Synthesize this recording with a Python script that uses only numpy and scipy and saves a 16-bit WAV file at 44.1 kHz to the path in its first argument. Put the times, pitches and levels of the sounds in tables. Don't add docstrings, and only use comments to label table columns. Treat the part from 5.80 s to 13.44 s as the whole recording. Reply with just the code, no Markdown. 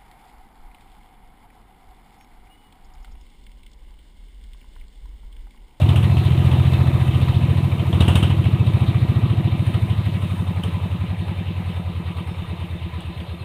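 import sys
import numpy as np
from scipy import signal
from scipy.io import wavfile

SR = 44100
rng = np.random.default_rng(int(sys.argv[2]) if len(sys.argv) > 2 else 0)


def volts_from_db(level):
    exponent = np.asarray(level, float) / 20
    return 10 ** exponent


def log_audio(samples):
    frames = np.atleast_2d(samples).T
    limited = np.clip(frames, -1, 1)
    pcm = np.round(limited * 32767).astype(np.int16)
    wavfile.write(sys.argv[1], SR, pcm)


N = 336924

# (time [s], firing rate [1/s])
ENGINE_SPEED = [(0.0, 14.176), (0.79, 14.566), (1.19, 14.518), (1.51, 14.324), (1.92, 13.366),
                (2.21, 13.153), (2.27, 13.46), (2.46, 13.982), (3.16, 14.387), (3.62, 13.753),
                (4.43, 11.922), (5.6, 10.543), (6.5, 9.366), (7.44, 8.272), (7.64, 8.002)]
# (time [s], thump level [dB], bark over thump [dB],
# after-puff over thump [dB], thump frequency [Hz])
EXHAUST_EFFORT = [(0, -4.5, 2, -12, 99.4), (.22, -4.5, 3, -11, 102.5), (.45, -5, 5, -7.5, 106.8),
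                  (1.03, -4, 2, -15, 108.3), (1.15, -6, 1, -16, 110), (1.7, -5, 1.5, -11, 107.4),
                  (2.03, -9, -4.5, -6, 108), (2.16, -6, 1, -8, 96), (2.58, -5, 0, -10.5, 107),
                  (2.63, -4.5, -2, -9, 109), (2.94, -5, -6, -8, 108.4), (2.98, -6, -2.5, -5.5, 109.7),
                  (3.36, -6.5, -5, -7.5, 111), (3.4, -6.5, -12, -3.5, 113), (3.95, -9, -15, -7, 107.4),
                  (4.6, -12.5, -9, -2.5, 97.5), (6.1, -16, -10.5, -4, 87.8), (7.64, -20, -2.5, -8, 81.5)]


def rms_one(x):
    return x / np.sqrt(np.mean(x ** 2) + 1e-20)


def in_time(rows, s):
    at, *columns = np.transpose(rows)
    return [np.interp(s, at, c) for c in columns]


def drift(rate):
    r = np.exp(-80 * np.pi * rate / SR)
    white = rng.standard_normal(N // 40 + 2002)
    slow = signal.lfilter([1], [1, -2 * r, r * r], white)[2000:]
    return np.interp(np.arange(N) / 40, np.arange(len(slow)), rms_one(slow))


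def resonance(x, hz, width_hz):
    r = np.exp(-np.pi * width_hz / SR)
    poles = [1, -2 * r * np.cos(2 * np.pi * hz / SR), r * r]
    return signal.lfilter([(1 - r * r) / 2, 0, (r * r - 1) / 2], poles, x)


def band(x, low_hz, high_hz, order=2):
    return signal.sosfilt(signal.butter(order, [low_hz, high_hz], "band", fs=SR, output="sos"), x)


def swell(at_s, db, rise_ms, decay_ms, hz=None):
    at_s, db, rise_ms, decay_ms = (np.broadcast_to(v, np.shape(at_s))[:, None]
                                   for v in (at_s, db, rise_ms, decay_ms))
    index = np.round(at_s * SR).astype(int) + np.arange(-SR // 12, SR // 6)
    ms = (index / SR - at_s) * 1000
    shape = volts_from_db(db) * np.exp(np.where(ms < 0, ms / rise_ms, -ms / decay_ms))
    if hz is not None:
        shape = shape * -np.sin(2 * np.pi * np.reshape(hz, (-1, 1)) * ms / 1000)
    inside = (index >= 0) & (index < N)
    return np.bincount(index[inside], shape[inside], N)


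def turns():
    t = np.arange(-SR // 10, N) / SR
    count = np.cumsum(in_time(ENGINE_SPEED, t)[0]) / SR
    first_turn = .742
    return t, count - count[SR // 10] + first_turn


def firing_times():
    t, count = turns()
    return np.interp(np.arange(int(count[-1]) + 1), count, t)


def exhaust(silencer_db):
    # (time [s], thump change [dB], bark change [dB])
    weak_firings = [
        (.438, 0.5, -6.5),
        (1.905, -0.5, -9),
    ]
    s = firing_times()
    thump_db, bark_db, puff_db, thump_hz = in_time(EXHAUST_EFFORT, s)
    for at_s, thump_change_db, bark_change_db in weak_firings:
        nearest = np.argmin(abs(s - at_s))
        thump_db[nearest] += thump_change_db
        bark_db[nearest] += bark_change_db
    bark_db = thump_db + bark_db
    puff_db = thump_db + puff_db

    cycle_ms = 1000 / in_time(ENGINE_SPEED, s)[0]
    longer_ms = cycle_ms - 70
    short_cycle = cycle_ms < 77.5
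    late_ms = 10.3 * (cycle_ms > 108)
    thump_s = s + (27.9 + late_ms) / 1000
    puff_s = s + (49.0 + (.24 * longer_ms - 6.2) * ~short_cycle) / 1000
    thump_rise_ms = 15.7 + 0.13 * np.maximum(longer_ms - 20, 0)
    thump_decay_ms = 6.1 + 0.21 * longer_ms
    puff_decay_ms = 2.65 + 0.53 * longer_ms

    bark = swell(s + .0053, bark_db, 4.0, 11.0, 115)
    thump = swell(thump_s, thump_db, thump_rise_ms, thump_decay_ms, thump_hz)
    push_db = thump_db - 10 - 0.6951 * np.maximum(longer_ms - 6, 0)
    thump += swell(thump_s + .001, push_db, 9.0, 5.1, 75)
    thump += swell(thump_s + .0012, thump_db - 14, 4.0, 5.2, 150)
    puff = swell(puff_s, puff_db, 4.0 + 3 * short_cycle, puff_decay_ms, 173)
    puff += swell(puff_s + .0012, puff_db - 10, 2.5, 6.0, 255)
    shell = silencer_shell(s, thump_db, bark_db, puff_db, puff_s, short_cycle, late_ms)

    turbulence = rms_one(band(rng.standard_normal(N), 34, 244.5, order=3))
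    gas = turbulence * swell(s + 0.027, thump_db - 23.5, 42.0, 52.0)
    pulses = volts_from_db(1.54) * (bark + thump) + volts_from_db(1.5) * puff
    pulses += swell(s + 0.065, thump_db - 19, 40.0, 19.4, 135.7)
    for lag_s, echo_db in ((.031, -18), (.052, -13.5), (.078, -18)):
        pulses += volts_from_db(echo_db) * np.interp(np.arange(N) - lag_s * SR, np.arange(N), thump)
    pulses = signal.sosfiltfilt(signal.butter(3, 270, fs=SR, output="sos"), pulses)
    pulses = pulses + gas + volts_from_db(silencer_db + 3.5) * rms_one(shell)
    return signal.sosfiltfilt(signal.butter(4, 61, "high", fs=SR, output="sos"), pulses)


def silencer_shell(s, thump_db, bark_db, puff_db, puff_s, short_cycle, late_ms):
    uneven_db = rng.standard_normal((len(s), 2))
    decay_ms = 1000 * .1 / np.log(1000)
    ring_s = puff_s + np.where(short_cycle, -.003, .003)
    ring_db = np.where(short_cycle, .5 * (puff_db - thump_db + 9), .4 * late_ms - 2)
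    shell = swell(ring_s, uneven_db[:, 0] + ring_db, 5.0, decay_ms, 333)
    shell += swell(s + .004, bark_db - thump_db - 6 + uneven_db[:, 1], 2.5, 4.5, 260)
    shell += swell(s + .021, uneven_db[:, 1] - 11, 2.5, 6.0, 300)
    shell += swell(puff_s, .5 * puff_db + uneven_db[:, 1], 3.0, 8.0, 372)
    return shell


def clatter(block_db, valve_db, hiss_db):
    # (frequency [Hz], spectral level [dB per Hz])
    clatter_spectrum = [(120, -31), (200, -62), (249, -22.5), (333, -10.5), (480, -6), (654, -6.5),
                        (925, -8.5), (1240, -9.5), (1490, -24), (2660, -20), (3690, -25.5), (4950, -58.5),
                        (7660, -32.5), (9190, -41.5), (15600, -46)]
    # (frequency [Hz], bandwidth [Hz], level [dB])
    steel_modes = [
        (747, 55, -16),
        (1018, 47, -10.5),
        (1262, 110, -13.5),
        (1888, 28, -18),
        (2599, 52, -10),
        (2342, 51, -14),
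        (3580, 82, -12.5),
        (4120, 280, -22.5),
        (9030, 1100, 1.5),
        (13500, 700, -13),
    ]
    # (lag [ms], burst over the steady clatter [dB], decay [ms])
    contacts = [
        (0, 5, 4.0),
        (12.5, 8.5, 26),
        (47.5, -8, 4),
    ]
    s = firing_times()
    uneven_db = 2.2 * rng.standard_normal((len(s), len(contacts)))
    uneven_db[:, 0] += 0.94 * in_time(EXHAUST_EFFORT, s)[1]
    gate = 2.3 + .45 * np.arange(N) / SR
    for k, (ms, db, decay_ms) in enumerate(contacts):
        gate += swell(s + ms / 1000, db + uneven_db[:, k], 2.0, decay_ms)
    hardness = np.minimum(rng.exponential(1, (2, N)), 6)
    grains = rng.standard_normal((2, N)) * volts_from_db(1.58 * hardness)

    hz_points, db_points = np.transpose(clatter_spectrum)
    edges = 200 * 2 ** np.arange(0, 6.4, 1 / 3)
    splits_hz = [430, 1650, 5000]
    parts = np.zeros((4, N))
    for k, (low, high) in enumerate(zip(edges, edges[1:])):
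        hz = np.sqrt(low * high)
        wander_db = (1.5 if hz < 700 else 2.3) * drift(14.8)
        level_db = np.interp(np.log(hz), np.log(hz_points), db_points) + wander_db
        depth = .6 if hz < 1700 else 1.0 if hz < 10000 else 1.7
        layer = np.searchsorted(splits_hz, hz)
        parts[layer] += volts_from_db(level_db) * band(grains[k % 2], low, high) * gate ** depth
    parts[2] = band(parts[2], 460, 4850, order=3)
    parts = np.array([rms_one(p) for p in parts])

    strikes = rng.random((len(s), len(steel_modes), 2))
    for k, (hz, width_hz, db) in enumerate(steel_modes):
        drive = grains[k % 2] * gate ** 1.6 / 2
        struck = np.clip((s + strikes[:, k, 0] * .018) * SR, 0, N - 1).astype(int)
        drive[struck] += volts_from_db(35.5 + 13.0 * strikes[:, k, 1])
        ringing = rms_one(resonance(resonance(drive, hz, width_hz), hz, 2 * width_hz))
        parts[np.searchsorted(splits_hz, hz)] += volts_from_db(db + 2.0 * drift(7)) * ringing
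    levels = volts_from_db(np.array([.55 * (block_db + 33) - 47, block_db, valve_db, hiss_db]))
    layers = sum(level * rms_one(p) for level, p in zip(levels, parts))
    return valve_tick(s, uneven_db) + layers


def valve_tick(s, uneven_db):
    tick_db = -22.5 - 9 * s + 3.0 * uneven_db[:, 2]
    tick_hz = 1240 * (0.5 + 0.06 * uneven_db[:, 1] / 2)
    return swell(s + .056, tick_db, 0.65, 4.7, tick_hz)


def knocks():
    # (time [s], peak level [dB], top band level [dB], knock frequency [Hz])
    hard_knocks = [(0.0145, -25.5, -48, 2730), (0.0892, -20, -41, 3580), (0.1588, -21, -36.5, 2700),
                   (0.227, -26, -47, 2750), (0.368, -22.5, -48, 2570), (0.646, -32, -48, 2430),
                   (0.7128, -21.5, -49, 2660), (0.8658, -51, -65, 2660), (2.128, -21.5, -61, 3400),
                   (2.2052, -13, -33, 3700), (2.2801, -14, -32, 2710), (2.3544, -14, -28, 3690),
                   (2.427, -15, -37.5, 2860), (2.5, -23.5, -49, 2920), (2.64, -26, -52, 2550),
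                   (4.834, -23.5, -40.5, 3020), (7.204, -34, -50, 3340), (7.4011, -32, -63, 3430)]
    s, peak_db, top_db, hz = np.transpose(hard_knocks)
    white = rng.standard_normal((3, N))

    def burst(db, fast_ms, slow_ms, tail_db):
        return swell(s + 0.003, db, 0.19, fast_ms) + swell(s + 0.00056, db + tail_db, 1.3, slow_ms)

    middle = rms_one(band(white[0], 2640, 3260)) * burst(peak_db - 13.5, 2.8, 40.5, -1)
    top_noise = rms_one(band(white[1], 8120, 10050)) + 0.66 * rms_one(band(white[1], 6200, 14700))
    top = top_noise * burst(top_db - 2.5, 1.8, 33.0, -7.5)
    crack = rms_one(band(white[2], 10000, 15500)) * swell(s + .002, top_db - 6, .15, 1.5)
    low = rms_one(band(white[2], 243, 1040)) * burst(peak_db - 15.0, 13.0, 46.0, 0.0)
    head_ring = swell(s + 0.001033, peak_db - 3.5, 0.2, 5.0, hz)
    bed = swell(np.array([4.85]), -30, 4.2, 27.0, 450)
    punch = swell(s + 0.00396, 1.46 * peak_db + 23.0, 2.2, 1.6, 154)
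    return middle + top + crack + low + head_ring + bed + punch


def gear_whine(block_db):
    cycles = turns()[1][-N:]
    level = volts_from_db(block_db - 12.5 + 3 * drift(11))
    return level * np.sin(2 * np.pi * (51 * cycles + 0.06 * drift(30)))


def wildlife():
    # (start [s], end [s], level [dB])
    insect_trills = [
        (.1, .5, -63.5),
        (.88, 1.62, -64.5),
        (1.98, 2.2, -62.5),
        (2.5, 2.78, -67),
        (3.15, 3.54, -65),
        (4.0, 4.22, -69),
        (7.36, 7.64, -67),
    ]
    # (start [s], end [s], start frequency [Hz], end frequency [Hz], level [dB])
    bird_notes = [
        (.24, .453, 4100, 4140, -47.5),
        (5.9, 5.97, 5220, 5290, -67),
        (6.45, 6.6, 5330, 5300, -67),
        (7.345, 7.395, 4050, 4170, -52),
        (7.39, 7.45, 4450, 4720, -63),
        (7.474, 7.525, 4050, 4130, -53),
        (7.575, 7.65, 4150, 4120, -56),
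    ]
    out, t = np.zeros(N), np.arange(N) / SR
    songs = [(start, end, 11530, 11530, db, 85) for start, end, db in insect_trills]
    songs += [(*note, 70) for note in bird_notes]
    for start, end, start_hz, end_hz, db, width_hz in songs:
        span = slice(round(start * SR), round(end * SR))
        hz = np.interp(t, [start, end], [start_hz, end_hz]) + 0.81 * width_hz * drift(149)
        tone = np.sin(2 * np.pi * np.cumsum(hz) / SR) * volts_from_db(db + 2.5 * drift(25))
        out[span] += tone[span] * signal.windows.tukey(len(t[span]), .45)
    return out


def leaves(hiss_db):
    return volts_from_db(hiss_db) * rms_one(band(rng.standard_normal(N), 3100, 16500))


def wind_rumble():
    # (time [s], level [dB])
    wind_gusts = [
        (.55, -42),
        (1.46, -29.5),
        (2.25, -41),
        (3.1, -47),
        (5.2, -55),
        (5.8, -54),
        (6.6, -55),
        (7.3, -75),
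    ]
    t = np.arange(N) / SR
    wind = volts_from_db(-49 - 0.4 * t)
    for at_s, db in wind_gusts:
        wind += volts_from_db(db) * np.exp(-((t - at_s) / 0.091) ** 2)
    return wind * volts_from_db(2 * drift(7.5)) * rms_one(band(rng.standard_normal(N), 20, 68))


def scene():
    # (time [s], block level [dB])
    block_distance = [(0, -31), (.34, -32.5), (.79, -32), (1.2, -33.5), (1.96, -36), (2.19, -34),
                      (2.34, -31.5), (2.55, -35.5), (3.3, -36.5), (4.2, -38.5), (5.1, -41), (6.8, -43),
                      (7.64, -45.5)]
    block_db, = in_time(block_distance, np.arange(N) / SR)

    def layer_db(over_db, follows, wander_db):
        fading_db = block_db - block_db[0]
        return block_db[0] + over_db + follows * fading_db + wander_db * drift(1.8)

    silencer_db = layer_db(-5.5, 0.97, 0.74)
    valve_db = layer_db(-2, 1, 0.27)
    hiss_db = layer_db(-20, 1.05, 1)
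    engine = exhaust(silencer_db) + clatter(block_db, valve_db, hiss_db) + knocks() + gear_whine(block_db)
    return (engine + wildlife() + leaves(hiss_db) + wind_rumble())[None]


def top_cut(x):
    return signal.sosfilt(signal.butter(12, 15560, fs=SR, output="sos"), x)


def record(dry):
    dry = signal.sosfilt(signal.cheby2(12, 60, 16600, fs=SR, output="sos"), dry)
    mix = 1.15 * np.tanh(dry / 1.314)
    return top_cut(mix)


dry = scene()
out = record(dry)
log_audio(out)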